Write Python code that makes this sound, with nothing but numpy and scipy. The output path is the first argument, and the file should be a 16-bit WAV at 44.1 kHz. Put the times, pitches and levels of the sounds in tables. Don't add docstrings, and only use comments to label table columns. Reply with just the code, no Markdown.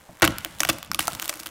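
import sys
import numpy as np
from scipy import signal
from scipy.fft import rfft, irfft
from scipy.io import wavfile

SR = 44100
rng = np.random.default_rng(int(sys.argv[2]) if len(sys.argv) > 2 else 0)


def amplitude_ratio(level_db):
    exponent = np.asarray(level_db, float) / 20
    return 10 ** exponent


def wav_record(signal):
    frames = np.transpose(np.atleast_2d(signal))
    bounded = np.clip(frames, -1, 1)
    quanta = np.round(bounded * 32767).astype(np.int16)
    wavfile.write(sys.argv[1], SR, quanta)


N = 66150

# hz, density_db_per_hz
FLOOR_COLOUR = [(18, -33), (30, -21), (82, -61), (455, -2), (858, -3.5), (3050, -22), (6720, -46),
                (14500, -54), (16500, -48)]
# time_s, level_db
STUMP_GROAN = [(0, -58), (.2, -63), (.3, -54), (.55, -51.5), (.85, -55.5), (1.1, -55.5), (1.5, -59)]
# time_s, level_db
FIBRE_STRAIN = [(0, -56.5), (.2, -55.5), (.3, -56), (.42, -49.5), (.58, -50), (.72, -43.5), (0.882, -59.5),
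                (.98, -62), (1.04, -42.5), (1.12, -44.5), (1.19, -47), (1.242, -41), (1.3, -46), (1.5, -52)]
# hz, density_db_per_hz
SPLINTER_COLOUR = [(180, -12), (300, -4), (1250, -4.5), (2930, -10.5), (4670, -13), (9090, -13),
                   (16000, -19)]
# start_s, level_db, pitch_hz, t60_s
STAVE_RINGS = [(.091, -32.5, 683, .025), (0.09, -35.5, 593, 0.046), (.094, -38.5, 175, .1),
               (0.9, -33, 204, 0.065), (0.23, -20, 332, 0.12), (.2212, -28, 1700, .008),
               (.228, -23, 1040, 0.01), (.2425, -6, 1670, 0.0038), (.2770, -13, 2970, 0.0099),
               (.6045, -22, 720, 0.021), (.6050, -14.5, 1730, 0.012), (.6333, -13.5, 1500, 0.011),
               (.6510, -21.5, 750, 0.019), (.6985, -23.5, 1230, 0.032), (.9158, -7.5, 5340, 0.0033),
               (.9480, -29, 1230, 0.044), (.9930, -13.5, 3540, 0.0043), (.9935, -24, 700, 0.019),
               (1.0800, -15, 1340, 0.035), (1.0805, -18.5, 680, 0.023), (1.0800, -14.5, 6200, 0.0059),
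               (1.2960, -26.5, 610, 0.032), (1.2965, -27, 1320, 0.013), (.384, -27.5, 1440, .01)]
# start_s, bending_wave_db, knock_db
TRUNK_THUMPS = [(0.093, -45.5, -53), (.104, -54, -47), (.222, -16, -10), (.230, -55, -10.5),
                (0.24, -24.5, -38), (0.25, -25.5, -18), (0.279, -20, -40), (0.295, -31.5, -33.5),
                (0.454, -48, -33), (0.606, -45.5, -28.5), (0.69, -23, -15.5), (.735, -47, -48),
                (0.902, -37, -68), (0.949, -55, -36), (0.991, -35, -30.5), (1.124, -34.5, -45),
                (1.150, -37.5, -58), (1.222, -47, -44), (1.296, -62, -46.5), (1.351, -47, -44.5),
                (1.40, -44, -42), (1.46, -46, -37.5)]
# pitch_hz, level_db, t60_s
TRUNK_MODES = [(263, -18, 0.066), (284, -2, 0.0377), (328.9, -0.5, 0.067), (561, -7, 0.11),
               (690, -9, 0.079)]
# start_s, woody_db, woody_hz, sharp_db, sharp_hz
FIRST_BREAK = [(0.1711, -50, 2110, -35.5, 6250), (0.1986, -39, 1070, -27.5, 3620),
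               (0.2098, -35.5, 1410, -59, 3600), (0.2208, -9.5, 1800, 1, 5950),
               (0.2274, -15.5, 1320, -16, 6000), (0.2312, -14, 530, -34, 2300),
               (0.2421, -7, 1500, -9, 3140), (0.2493, -41, 1340, -5, 2500), (0.251, -15, 565, -10, 2300),
               (0.2768, -12.5, 1310, -1.5, 2970), (0.3675, -39, 2020, -51, 2630),
               (0.3838, -37, 1500, -14.5, 2650), (0.4476, -27, 1800, -4, 3030),
               (0.4602, -34, 2200, -37, 2280)]
# start_s, woody_db, woody_hz, sharp_db, sharp_hz
SECOND_BREAK = [(0.586, -55, 1870, -26, 3814), (0.5962, -38, 1500, -19.5, 5863),
                (0.6042, -43, 1620, 3.5, 6100), (0.6169, -28, 1210, -18, 2360),
                (0.633, -15.5, 1440, -2.5, 2520), (0.6479, -36, 1870, -18, 4260),
                (0.650, -19, 2080, -13, 4630), (0.6722, -34, 1400, -19, 3000),
                (0.6889, -25, 2350, -1.5, 3200), (0.6923, -13.5, 1500, -6, 2970),
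                (0.6982, -17.5, 1200, -6.5, 2640), (0.7027, -22, 534, -30, 3170),
                (0.7308, -35, 1160, -16.5, 3720), (0.785, -44, 1920, -22, 2330),
                (0.8285, -31, 1400, -15.5, 3100), (0.8476, -42, 590, -23.5, 3450),
                (0.9156, -16.5, 1430, -10.5, 5460), (0.9337, -58, 1310, -20, 2350),
                (0.9461, -40, 1250, -5, 3720)]
# start_s, woody_db, woody_hz, sharp_db, sharp_hz
GIVING_WAY = [(0.9905, -21, 1470, -13, 2850), (0.993, -17, 1600, 4.5, 2870), (1.006, -33, 1940, -6.5, 2200),
              (1.027, -54, 2140, -18, 2270), (1.054, -51, 1790, -15, 3650), (1.072, -30, 2280, -8.5, 7160),
              (1.0797, -15, 954, -1, 9500), (1.1026, -47, 754, -33, 6740), (1.1118, -37, 1090, -22, 2800),
              (1.121, -43, 583, -18, 5960), (1.1323, -52, 1370, -15, 3800), (1.15, -30, 1140, -14.5, 3800),
              (1.1975, -29.5, 2370, -8.5, 2870), (1.218, -38, 1630, -19, 3640),
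              (1.222, -31, 1400, -11, 7000), (1.226, -26, 1580, -12.5, 2900),
              (1.244, -51, 1400, -15.5, 3100), (1.2498, -51, 1430, -17, 3700),
              (1.2566, -30.5, 1390, -12, 4230),
              (1.279, -41, 1420, -12.5, 3520), (1.2942, -28.5, 2150, -6, 5270),
              (1.3003, -31, 1400, -19, 3840), (1.3282, -30, 1440, -31, 3040),
              (1.3391, -37, 1400, -20.5, 2630), (1.3564, -40, 1480, -24, 9600),
              (1.3937, -35.5, 1420, -23, 6100), (1.3977, -39, 2000, -17.5, 3750),
              (1.4009, -45, 690, -15, 7000), (1.4347, -37, 1280, -42, 7000),
              (1.4596, -38, 1500, -12.5, 3380), (1.4628, -30.5, 1440, -15, 2770),
              (1.47, -38, 2140, -13, 3180), (1.4894, -43, 1370, -28, 2970)]
# start_s, peak_db, fall_ms
FRAYED_FIBRES = [(0.2212, -4.5, 2), (.2275, -3.5, 1.8), (.2420, -2.5, 1.5), (.2492, -3.5, 2.1),
                 (.2762, -4.5, 1.1), (.3055, -23, 1.8), (.3200, -28, 2.2), (.4075, -32, 1.6),
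                 (.6040, -1.5, 2.35), (.6120, -25, 1.7), (.6180, -21, 1.4), (0.621, -22, 1.2),
                 (0.648, -18, 1.9), (.6500, -5.5, 1.34), (0.679, -23.5, 3.6), (0.6979, -1.5, 1.7),
                 (0.7587, -40, 1.8), (.7850, -19.5, 0.92), (0.8607, -33, 1.6), (.8747, -34, 1.5),
                 (.9460, -9.5, 1.4), (0.9562, -20, 1.4), (0.975, -32, 1), (.9835, -36, 1.2),
                 (1.0050, -23, 30), (1.0725, -19, 1.3), (1.0801, -28, 1.2), (1.102, -24, 2.4),
                 (1.1365, -26, 2.2), (1.1497, -18, 2.4), (1.2855, -24, 1.5), (1.2900, -17, 1.3),
                 (1.2937, -8, 2.9), (1.3, -15.5, 2.1), (1.3200, -31, 1.5), (1.3263, -23, 1.5),
                 (1.3385, -23, 2.1), (1.3555, -21, 0.73), (1.3643, -34, 1.6), (1.3716, -25.5, 2.2),
                 (1.408, -25, 1.6), (1.4146, -32, 1.3), (1.432, -21, 2.5), (1.4436, -29, 0.94),
                 (1.479, -30, 1.8)]
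# start_s, length_s, level_db, dulled_above_hz
RAGGED_TEARS = [
    (0.2227, 0.011, -12, 2160),
    (0.239, 0.019, -20.5, 3640),
    (0.689, 0.014, -21, 4050),
    (0.989, 0.011, -27.5, 5960),
]
# hz, level_db, t60_s
TREE_SCATTER = [(151, -11, 0.22), (457, -15.5, 0.24), (1400, -29, 0.71), (2980, -31.5, 0.9),
                (7000, -30.5, 0.47), (13000, -19.5, 0.086)]

FLOOR_DB = -58
SPLINTERS_PER_S, SPLINTER_SPREAD_DB, SPLINTER_DB, HISS_DB = 900, 4.0, -1, -2
BEND_LAG_S, BEND_LAW = .012, .8
BEND_LOW_HZ, BEND_HIGH_HZ = 70, 250
RISE_S, SNAP_FALL_S = .0002, .0007
WOODY_CYCLES, SHARP_CYCLES = 9.0, 12.0
BROAD_DB, BRIGHT_DB = -1, 9
CLICK = 2.5
FRAY_DB, FRAY_LOW_HZ, FRAY_HIGH_HZ = -4.5, 1500, 11100
GROUND_LAG_S, GROUND_DB, GROUND_CUT_HZ = .0026, -12.5, 5400
DIP_HZ, DIP_SHARE = 420, .5
CUTOFF_HZ = 16970


def at_hz(points, hz, column=1):
    p = np.array(points)
    return np.interp(np.log(hz), np.log(p[:, 0]), p[:, column])


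def level_over_time(points):
    s, db = np.transpose(points)
    return amplitude_ratio(np.interp(np.arange(N) / SR, s, db))


def rms_one(x):
    return x / np.sqrt(np.mean(x ** 2) + 1e-20)


def peak_one(x):
    return x / (np.abs(x).max() + 1e-12)


def cut(x, hz, kind):
    return signal.sosfilt(signal.butter(2, hz, kind, fs=SR, output="sos"), x)


def colour(x, spectrum):
    hz = np.maximum(np.arange(len(x) // 2 + 1) * SR / len(x), 1)
    return rms_one(irfft(rfft(x) * amplitude_ratio(at_hz(spectrum, hz)), len(x)))


def ring(x, hz, t60):
    r = amplitude_ratio(-60 / (t60 * SR))
    w = 2 * np.pi * hz / SR
    return signal.lfilter([0, np.sin(w)], [1, -2 * r * np.cos(w), r * r], x + 1e-18)


def woodland_floor():
    return amplitude_ratio(FLOOR_DB) * cut(colour(rng.standard_normal(N), FLOOR_COLOUR), 55, "high")


def stump():
    lumps = amplitude_ratio(4.8 * rms_one(cut(rng.standard_normal(N), 3.8, "low")))
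    rumble = rms_one(cut(rng.standard_normal(N), [40, 200], "band"))
    return level_over_time(STUMP_GROAN) * lumps * rumble


def splinters():
    sizes = amplitude_ratio(SPLINTER_SPREAD_DB * np.minimum(rng.exponential(1, N), 2.8))
    clicks = sizes * (rng.random(N) < SPLINTERS_PER_S / SR)
    decay = np.exp(-1 / (.0005 * SR))
    bursts = signal.lfilter([1], [1, -decay], clicks) * rng.standard_normal(N)
    grains = colour(bursts, SPLINTER_COLOUR)
    hiss = colour(rng.standard_normal(N), SPLINTER_COLOUR)
    return level_over_time(FIBRE_STRAIN) * (amplitude_ratio(SPLINTER_DB) * grains + amplitude_ratio(HISS_DB) * hiss)


def staves():
    out = np.zeros(N)
    for s, db, hz, t60 in STAVE_RINGS:
        click = amplitude_ratio(db) * (np.arange(N) == int(s * SR))
        out += ring(click, hz, t60)
    return out


def trunk():
    s, bend_db, knock_db = np.transpose(TRUNK_THUMPS)
    at = (s * SR).astype(int)
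    knocks = np.zeros(N)
    chance_db = 2.0 * rng.standard_normal((len(s), len(TRUNK_MODES)))
    for k, (hz, level_db, t60) in enumerate(TRUNK_MODES):
        clicks = np.zeros(N)
        clicks[at] = amplitude_ratio(knock_db + level_db + chance_db[:, k]) * (-1) ** k
        knocks += ring(clicks, hz, t60)
    hundreds_hz = np.arange(SR // 2 + 1) / 100
    phase = 200 * np.pi * BEND_LAG_S * hundreds_hz ** (1 - BEND_LAW) / (1 - BEND_LAW)
    lagged = irfft(np.exp(-1j * phase), SR)
    wave = peak_one(cut(lagged[:SR // 5], [BEND_LOW_HZ, BEND_HIGH_HZ], "band"))
    clicks = np.zeros(N)
    clicks[at] = amplitude_ratio(bend_db)
    return cut(knocks, 1500, "low") + signal.fftconvolve(clicks, wave)[:N]


def snaps():
    rows = FIRST_BREAK + SECOND_BREAK + GIVING_WAY
    size = 1024
    out, t = np.zeros(N + size), np.arange(size) / SR
    shape = (1 - np.exp(-t / RISE_S)) * np.exp(-t / SNAP_FALL_S)
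    click = 1. * (np.arange(size) == 12)
    broad = amplitude_ratio(BROAD_DB) * peak_one(cut(click, [900, 2600], "band"))
    for s, woody_db, woody_hz, sharp_db, sharp_hz in rows:
        burst = rng.standard_normal(size) * shape + CLICK * click
        bright = amplitude_ratio(BRIGHT_DB) * peak_one(cut(burst, 2500, "high"))
        woody = ring(click, woody_hz, WOODY_CYCLES / woody_hz) + broad
        sharp = ring(click, sharp_hz, SHARP_CYCLES / sharp_hz) + bright
        i = int(s * SR)
        out[i:i + size] += amplitude_ratio(woody_db + 4.64) * woody + amplitude_ratio(sharp_db - 7.5) * sharp
    return out[:N]


def frays():
    size = 4096
    out, t = np.zeros(N + size), np.arange(size) / SR
    for s, db, fall_ms in FRAYED_FIBRES:
        shape = (1 - np.exp(-t / RISE_S)) * np.exp(-1000 * t / fall_ms)
        i = int(s * SR)
        out[i:i + size] += amplitude_ratio(db + FRAY_DB) * rng.standard_normal(size) * shape
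    return cut(cut(out[:N], FRAY_LOW_HZ, "high"), FRAY_HIGH_HZ, "low")


def tears():
    out, t = np.zeros(N), np.arange(N) / SR
    raggedness = amplitude_ratio(5.4 * rms_one(cut(rng.standard_normal(N), 530, "low")))
    rag = raggedness * rng.standard_normal(N)
    for s, length, db, hz in RAGGED_TEARS:
        shape = (t > s) * np.exp(-np.maximum(t - s - length, 0) / (.25 * length))
        out += amplitude_ratio(db) * shape * rms_one(cut(cut(rag, hz, "low"), 1000, "high"))
    return out


def woods(x):
    lag = int(GROUND_LAG_S * SR)
    delayed = np.r_[np.zeros(lag), x[:N - lag]]
    bounce = amplitude_ratio(GROUND_DB) * cut(delayed, GROUND_CUT_HZ, "low")
    t = np.arange(SR) / SR
    edges = 60 * 2 ** np.arange(0, 8.2, .5)
    white, tail = rng.standard_normal((2, SR)), np.zeros(SR)
    for k, (low, high) in enumerate(zip(edges, edges[1:])):
        hz = np.sqrt(low * high)
        t60 = at_hz(TREE_SCATTER, hz, column=2)
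        fade = amplitude_ratio(at_hz(TREE_SCATTER, hz) - 60 * t / t60)
        tail += cut(white[k % 2], [low, high], "band") * fade
    tail *= amplitude_ratio(-20) * (1 - np.exp(-t / .003))
    return bounce + signal.fftconvolve(x, tail)[:N]


def scene():
    snapping = cut(cut(snaps(), 450, "high"), 450, "high")
    wood = staves() + trunk() + snapping + frays() + tears()
    return (woodland_floor() + stump() + splinters() + wood + woods(wood))[None]


def top_cut(x):
    return signal.sosfilt(signal.butter(12, 17000, fs=SR, output="sos"), x)


def record(dry):
    top = .8
    dip = signal.lfilter(*signal.iirpeak(DIP_HZ, 4.0, fs=SR), dry)
    dry = dry - DIP_SHARE * dip
    limited = top * np.tanh(dry / top)
    steep = signal.cheby2(12, 70, CUTOFF_HZ, fs=SR, output="sos")
    mix = signal.sosfilt(steep, limited)
    return top_cut(mix)


dry = scene()
out = record(dry)
wav_record(out)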